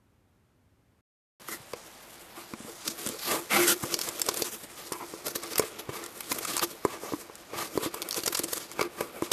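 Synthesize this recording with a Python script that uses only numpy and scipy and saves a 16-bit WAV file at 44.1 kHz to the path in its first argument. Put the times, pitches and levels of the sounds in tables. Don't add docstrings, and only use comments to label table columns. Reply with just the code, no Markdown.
import sys
import numpy as np
from scipy import signal
from scipy.fft import rfft, irfft, next_fast_len
from scipy.io import wavfile
from scipy.ndimage import uniform_filter1d

SR = 44100
rng = np.random.default_rng(int(sys.argv[2]) if len(sys.argv) > 2 else 0)


def gain_from_db(level_db):
    decades = np.asarray(level_db, float) / 20
    return 10 ** decades


def waveform_to_disk(signal):
    frames = np.transpose(np.atleast_2d(signal))
    scaled = np.clip(frames, -1, 1) * 32767
    samples = np.round(scaled).astype(np.int16)
    wavfile.write(sys.argv[1], SR, samples)


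N = 411012

SILENCE = 1.009, 1.398
# frequency in Hz, level in dB.
TILED_ROOM = [(15, -56), (25, -19), (103, -5), (145, -15), (247, -14), (506, -24.5), (1320, -29.5),
              (4870, -42), (13400, -44), (14500, -47)]
# frequency in Hz, level in dB.
BOX_ROOM = [(15, -41), (25, -1), (222, -1.5), (275, -2.5), (735, 0.5), (1680, -5.5), (2020, -6),
            (12000, -20), (13400, -29), (14500, -42)]
# frequency in Hz, level in dB.
PAPER_COLOUR = [(1180, -7), (2000, -0.5), (2190, -13), (2810, -2), (6170, -1.5), (7720, -1.5), (9420, -3),
                (12900, -1.5), (14000, -8), (14500, -17)]
# pitch in Hz, width in Hz, level in dB.
BOX_MODES = [(206, 230, -4.5), (348.3, 18.7, 6.5), (436, 64, 2.5), (682, 320, -2.5)]
# pitch in Hz, width in Hz, level in dB.
FLAP_MODES = [(840, 680, -6.5), (1221, 370, 2.5), (1504, 190, -4), (2236, 316, -4.5), (2655, 120, -10)]
# centre in seconds, crackle in dB, spread in ms,
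# flap rasp in dB above the crackle.
FLUTE_SNAPS = [(1.4183, -44, .35, -5), (1.7346, -37, 1.1, 3), (2.5374, -42, 0.76, 7),
               (2.879, -23, 1.4, -12), (3.9425, -17, 0.94, -17), (3.9909, -24, 0.76, -13),
               (4.0149, -21, 0.53, -27), (4.2893, -19.5, 1.4, -11), (4.4224, -20.5, 1.1, -29),
               (4.9333, -35, 1.1, -10), (5.5344, -32, 1.1, -10), (5.5574, -23, 0.51, -14),
               (6.3186, -25, 1.6, -0.5), (6.5947, -23, 0.88, -5), (7.7763, -26, 0.25, -12),
               (8.0198, -22.5, 0.43, -10), (8.0258, -26, 0.43, -11), (8.1104, -23.5, 0.84, -22),
               (8.1218, -32, 0.84, -20), (8.1285, -27, .9, -11), (8.1443, -25.5, .7, -10),
               (8.1904, -31, 0.74, -8), (8.2039, -34, .9, -20), (8.2363, -27.5, 1.1, -20),
               (8.2657, -23, .53, -14), (8.2787, -20.5, 1.45, -10.5), (8.35, -24, 2.7, -10),
               (8.7936, -37.5, 0.82, 15.5), (8.8125, -28.5, 2, 5), (8.8279, -28, 0.57, 2.5)]
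LINER_SNAPS = [(3.064, -25.5, 0.52, -12), (3.073, -23, 0.45, -13), (3.09, -24, 0.45, -18),
               (3.9686, -37, 0.42, -14), (4.0892, -25.5, 0.98, -10), (4.2179, -17.5, 1.07, -24),
               (4.2648, -26.5, 0.63, -29), (4.3727, -25.5, 0.76, -25), (4.9233, -28, 1.6, -19),
               (5.4351, -34.5, 1.6, -17), (5.5963, -18.5, 0.97, -6), (6.0398, -33, 0.76, -25),
               (6.0627, -36, 1.4, -15), (6.4309, -36, 0.63, -8), (6.4513, -28.5, 1.5, -1),
               (6.5676, -20.5, .78, -9), (6.5802, -27.5, 2.7, -6), (6.8514, -32.5, 1.3, -4),
               (7.3553, -37, 0.71, -20), (8.2617, -22.5, 1, -18), (8.3726, -27, 2, -23),
               (8.4363, -29, 1.1, -25), (8.4418, -26.5, 1.9, -15), (8.572, -34, 0.94, -1),
               (8.579, -30.5, 1.1, -15), (8.7162, -34, 0.63, -6), (9.223, -33.5, 0.47, -5)]
SKIN_SNAPS = [(1.4856, -35.5, .9, 3), (4.1966, -28.5, 1.2, -14), (4.3426, -28, .9, -25),
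              (5.2605, -33, 0.8, -16), (5.2675, -28, 1, -9), (5.282, -30, 1.5, -6),
              (5.358, -27.5, 1.4, -15), (5.5828, -18, 1.45, -27), (6.2074, -29.5, 1.1, -7.5),
              (6.3266, -23.5, 0.68, -25), (6.3875, -29, 2, -8), (7.9439, -31.5, 1.8, -17),
              (8.0886, -27, 0.85, -15), (8.3924, -20.5, 0.91, -20), (8.5336, -24.5, 1.7, -27)]
# centre in seconds, rustle in dB, spread in ms,
# board hum in dB above the rustle.
RIPS = [(2.816, -45.5, 10, -28), (2.882, -36, 19, -10.5), (3.075, -35, 21.3, -5), (3.191, -40, 3.9, -19),
        (3.242, -38, 23, -25), (3.935, -37.5, 14, 1.5), (4.022, -34.5, 19, -10), (4.207, -41.5, 9.7, 2),
        (4.292, -31.5, 9.5, -5), (4.381, -34, 18.4, -7.5), (4.457, -36.5, 15.6, -8), (4.532, -40.5, 16, -7),
        (4.64, -41.5, 6.3, -.5), (4.865, -45.5, 10, -25), (5.277, -33, 14.7, -3), (5.516, -38, 7.1, -17),
        (5.796, -35.5, 6.1, -6.5), (6.321, -32.5, 14, -6), (6.395, -43.5, 24, 2), (6.638, -33.5, 4.1, -27),
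        (6.71, -45, 7.8, -3), (8.167, -32.5, 12, -9), (8.271, -39, 14, 3), (8.328, -28, 2.8, -15),
        (8.386, -26, 8.2, -13), (8.449, -37, 4.3, 5), (8.487, -40, 4.1, -1), (8.539, -36.5, 23, -8.5),
        (8.607, -42.5, 21, -9), (8.728, -41.5, 4.6, -30)]
# centre in seconds, rustle in dB, spread in ms,
# flap rasp in dB above the rustle.
RUBS = [(1.765, -55.5, 8.3, 1), (3.318, -31, 29.3, -2), (3.833, -37, 4.8, 0), (4.085, -38.5, 12.5, -0.5),
        (4.797, -45, 19, -4), (5.36, -30.5, 5.9, -6.5), (5.438, -42.5, 8.5, 2.5), (5.584, -40, 25.4, 2.5),
        (5.674, -45, 11, -8), (5.896, -45.5, 4.2, -1), (5.951, -44, 29, 0.5), (6.482, -37.5, 17.5, -4),
        (6.553, -37.5, 29, -8), (6.627, -29.5, 9.9, -3), (6.854, -51, 18, 1.5), (6.925, -46, 21, 3),
        (7.043, -47, 23, 1), (7.128, -47.5, 25, -5), (7.208, -45, 14, -9), (7.541, -47.5, 6.7, 7),
        (7.595, -36, 21, 0.5), (7.659, -45, 8.9, -1), (7.766, -47.5, 26, -5), (7.844, -35, 15.4, -4),
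        (7.958, -47, 16, 0.5), (8.818, -39, 19.5, 7), (9.004, -49, 24, 6), (9.241, -41, 14.5, -5),
        (9.32, -21.5, 2.6, -10)]
# centre in seconds, rustle in dB, spread in ms, creak in Hz,
# flap rasp in dB above the rustle.
CREAKS = [(1.515, -38, 20.7, 1900, -4), (2.385, -55.5, 25, 760, 11), (3.003, -38.5, 16, 745, -4.5),
          (3.519, -33, 10.4, 2190, 4.5), (3.561, -28.5, 19, 2190, 2.5), (3.627, -28.5, 19.3, 2150, -1.5),
          (3.697, -22, 16, 1430, -8.5), (3.565, -43.5, 16, 800, 12), (4.938, -48, 9.8, 980, 14),
          (5.014, -53, 11.7, 950, 15), (6.041, -45, 13, 1850, -2), (9.009, -34.5, 1.8, 990, 7.5)]
# start in seconds, peak in dB, panel pitch in Hz, flap ring in dB.
SLACK_KNOCKS = [(1.488, -33.5, 352, -29), (2.534, -27, 234, -6), (2.602, -33.5, 235, -17),
                (2.646, -34, 235, -8), (2.885, -30.5, 235, -15), (3.063, -25.5, 230, -9),
                (3.095, -30, 248, -10), (3.313, -30, 320, -3), (3.348, -33, 342, -16), (3.574, -27, 350, 3),
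                (3.835, -25.5, 263, 1.5), (5.136, -30, 350, -4), (6.313, -25.5, 280, -7),
                (7.134, -20, 295, -3.5), (7.753, -25, 288, -21), (7.859, -21, 317, -11),
                (7.941, -43.5, 344, 16.5), (8.179, -25.5, 350, -13), (8.233, -31, 340, -16),
                (8.395, -22.5, 361, -22), (8.437, -26.5, 332, -18), (9.221, -16, 346, -6)]
TAUT_KNOCKS = [(1.734, -24, 473, -30), (3.942, -36, 410, -2), (4.008, -34, 404, -11),
               (4.285, -22.5, 417, 2.5), (4.419, -21, 450, -20), (4.918, -25, 382, -1.5),
               (5.273, -27.5, 384, -15), (5.357, -26.5, 430, -20), (5.594, -11.5, 435, -15),
               (5.635, -25, 447, -12), (5.89, -24.5, 397, -8), (6.631, -26, 480, -8), (6.849, -11, 397, -2),
               (7.033, -28, 444, -9), (7.12, -24, 436, -12), (7.296, -36, 453, .5),
               (7.532, -27.5, 457, -12), (7.774, -13.5, 386, -8.5), (7.831, -25.5, 393, -1),
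               (8.274, -23, 430, -21), (8.528, -26, 466, -7), (8.792, -21.5, 500, -4),
               (8.813, -16, 420, -18), (9.007, -23.5, 470, 7), (9.314, -23, 486, -1.5)]
# time in seconds, paper rustle in dB, share carried by the board in dB.
JAW_PRESSURE = [(1.6, -56, -10), (2.89, -50.5, -4.5), (3.04, -47, -4), (4.44, -42.5, -2.5), (4.52, -48, -9),
                (5.25, -52, 3), (5.45, -44.5, -3.5), (5.92, -53, 4.5), (6.31, -46, -5), (6.48, -37.5, -5.5),
                (6.67, -51, -3), (7.47, -59, 3), (8.07, -48, 4), (8.31, -43, -8.5), (8.82, -54, 3.5),
                (9.32, -52, 5)]
# start in seconds, peak in dB.
THUMPS = [
    (3.832, -33.5),
    (1.6, -49),
    (5.599, -61),
    (5.888, -34),
    (7.558, -43),
]
LONG_TEAR = (3.578, 3.785)


def curve(s, v):
    return np.interp(np.arange(N) / SR, s, v)


def unit(x):
    return x / np.sqrt(np.mean(x ** 2))


def ring(x, hz, width):
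    return signal.lfilter(*signal.iirpeak(hz, hz / width, fs=SR), x)


def body(x, modes):
    out = 0
    for k, (hz, width, db) in enumerate(modes):
        out = out + (-1) ** k * gain_from_db(db) * ring(x, hz, width)
    return out


def colour(x, spectrum):
    hz, db = np.transpose(spectrum)
    size = next_fast_len(N)
    log_hz = np.log(np.maximum(np.arange(size // 2 + 1) * SR / size, 1))
    gain = gain_from_db(np.interp(log_hz, np.log(hz), db))
    return unit(irfft(rfft(x, size) * gain, size)[:N])


def walk(rate):
    hold = int(SR / rate)
    levels = np.repeat(rng.standard_normal(N // hold + 1), hold)
    return unit(uniform_filter1d(levels, hold)[:N])


def slips(size, per_s, spread_db):
    when, big, sign = rng.random((3, size))
    strength = gain_from_db(spread_db * np.minimum(-np.log(1 - big), 4))
    return (when < per_s / SR) * strength * np.sign(sign - 0.5)


def add(out, s, x):
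    i = int(s * SR)
    out[i:i + len(x)] += x[:N - i]


def air(spectrum, db):
    return gain_from_db(db + 0.18 * walk(18)) * colour(rng.standard_normal(N), spectrum)


def swarms(rows, per_s, spread_db, focus_db, stutter_db):
    out = np.zeros(N)
    grip = gain_from_db(stutter_db * walk(130))
    broad = colour(slips(N, per_s, spread_db) * grip, PAPER_COLOUR)
    hum_drive = slips(N, per_s / 4, spread_db) * grip
    for s, db, ms, hz, rasp_db, *hum_db in rows:
        half = int(3 * ms * SR / 1000)
        start = int(s * SR) - half
        u = np.arange(-half, half) * 1000 / (ms * SR)
        shape = np.exp(-np.abs(np.where(u < 0, 1.3, 0.9) * u) ** 2.09 / 4)
        energy = np.sum(shape ** 2)

        def swell(x):
            return np.pad(x * shape, (0, 3000))

        def even(x):
            return x * np.sqrt(energy / np.sum(x ** 2))

        fibres = np.resize(broad[start:start + 2 * half], 2 * half)
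        direct = swell(fibres)
        bright_hz = max(hz, 3000)
        sound = even(direct + gain_from_db(focus_db) * ring(direct, bright_hz, 0.36 * bright_hz))

        push = swell(np.resize(hum_drive[start:start + 2 * half], 2 * half) + 0.11 * fibres)
        rasp = ring(body(push, FLAP_MODES), 1500, 2500)
        if hz < 3000:
            rasp = rasp + gain_from_db(6) * ring(push, hz, 0.11 * hz)
        sound += gain_from_db(rasp_db) * even(rasp)
        for level_db in hum_db:
            sound += gain_from_db(level_db) * even(ring(body(push, BOX_MODES), 253, 420))
        add(out, start / SR, gain_from_db(db) * sound)
    return out


def snaps():
    rows = []
    for ply, hz in ((FLUTE_SNAPS, 4930), (LINER_SNAPS, 8100), (SKIN_SNAPS, 12600)):
        for s, db, ms, rasp_db in ply:
            rows.append((s, db, ms, hz * (0.96 + 0.089 * rng.random()), rasp_db))
    return swarms(rows, per_s=18000, spread_db=4.5, focus_db=5, stutter_db=1.5)


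def tears():
    rip_hz, rub_hz = 6500, 1163
    rip_rasp_db = -10.5
    rub_hum_db, creak_hum_db = 0, -4.5
    rows = [(s, db, ms, rip_hz, rip_rasp_db, hum_db) for s, db, ms, hum_db in RIPS]
    rows += [(s, db, ms, rub_hz, rasp_db, rasp_db + rub_hum_db) for s, db, ms, rasp_db in RUBS]
    rows += [(*row, row[-1] + creak_hum_db) for row in CREAKS]
    return swarms(rows, per_s=15000, spread_db=1.5, focus_db=-13, stutter_db=1.5)


def knocks(rows, push_ms=0.19, late_ms=1.854):
    out, t = np.zeros(N), np.arange(5000) / SR
    push = t * np.exp(-t * 1000 / push_ms)
    box = gain_from_db(-11.5) * body(push, BOX_MODES)
    flap = ring(push, 1026, 240) + gain_from_db(-4) * body(push, FLAP_MODES)
    flap = flap / np.abs(flap).max()
    signs = np.sign(rng.random(len(rows)) - 0.5)
    for (s, db, hz, flap_db), sign in zip(rows, signs):
        panel = ring(push, hz, 0.35 * hz) + gain_from_db(2) * ring(push, hz, 0.075 * hz) + box
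        knock = panel / np.abs(panel).max() + gain_from_db(flap_db) * flap
        add(out, s + late_ms / 1000, sign * gain_from_db(db) * knock)
    return out


def scrape():
    s, rustle_db, board_db = np.transpose(JAW_PRESSURE)
    grip = walk(45)
    rustle = colour(slips(N, per_s=16000, spread_db=6.0) * gain_from_db(1.75 * grip), PAPER_COLOUR)
    drive = slips(N, per_s=4000, spread_db=2.6) * gain_from_db(3.2 * grip)
    hum = unit(ring(body(drive, BOX_MODES), 316, 410))
    rasp = unit(ring(body(drive, FLAP_MODES), 1700, 3500))
    board = hum + gain_from_db(-4) * rasp
    return gain_from_db(curve(s, rustle_db)) * (rustle + gain_from_db(curve(s, board_db)) * board)


def thumps():
    out, t = np.zeros(N), np.arange(8000) / SR
    thud = ring(t * np.exp(-t / 0.0011), 138, 37)
    for s, db in THUMPS:
        add(out, s, gain_from_db(db + 2.0) * thud / np.abs(thud).max())
    return out


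def groan():
    hz, width_hz, level_db = 350, 12.4, -36
    start, end = (int(s * SR) for s in LONG_TEAR)
    drive = slips(end - start, per_s=1930, spread_db=7)
    tone = unit(ring(ring(drive, hz, width_hz), hz, 2 * width_hz))
    fade = signal.windows.tukey(end - start, 0.2)
    return np.pad(gain_from_db(level_db) * tone * fade, (start, N - end))


def patchy(x, low_hz, depth, rate):
    patches = sum(walk(rate) * ring(x, hz, hz / 3) for hz in low_hz * 2 ** (np.arange(5) / 2))
    return x + depth * patches


def echo(x):
    t = np.arange(int(0.2 * SR)) / SR
    tail = rng.standard_normal(len(t)) * gain_from_db(-60 * t / 0.058) * (t > 0.004)
    return signal.fftconvolve(x, tail)[:N]


def scene():
    t = np.arange(N) / SR
    crackle = snaps()
    rubbing = signal.lfilter(*signal.butter(1, 130, "high", fs=SR), scrape() + tears())
    rubbing = patchy(rubbing, low_hz=3070, depth=0.27, rate=14)
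    rubbing = patchy(rubbing, low_hz=230, depth=0.32, rate=18)
    lull = np.roll(uniform_filter1d(np.abs(crackle), 500), 600)
    near = rubbing / (1 + 110 * lull) + crackle
    near = near + knocks(SLACK_KNOCKS) + knocks(TAUT_KNOCKS) + thumps() + groan()
    first = air(TILED_ROOM, -65.5)
    second = near + gain_from_db(-29.5) * echo(near) + air(BOX_ROOM, -52.5)
    silence_start, silence_end = SILENCE
    return (first * (t < silence_start) + second * (t > silence_end))[None]


def roll_off(x):
    return signal.sosfilt(signal.butter(12, 15110, fs=SR, output="sos"), x)


def record(dry):
    thin = signal.lfilter(*signal.butter(1, 45, "high", fs=SR), dry)
    top_cut = signal.ellip(8, 0.2, 60, 13960, fs=SR, output="sos")
    return roll_off(signal.sosfilt(top_cut, thin))


dry = scene()
out = record(dry)
waveform_to_disk(out)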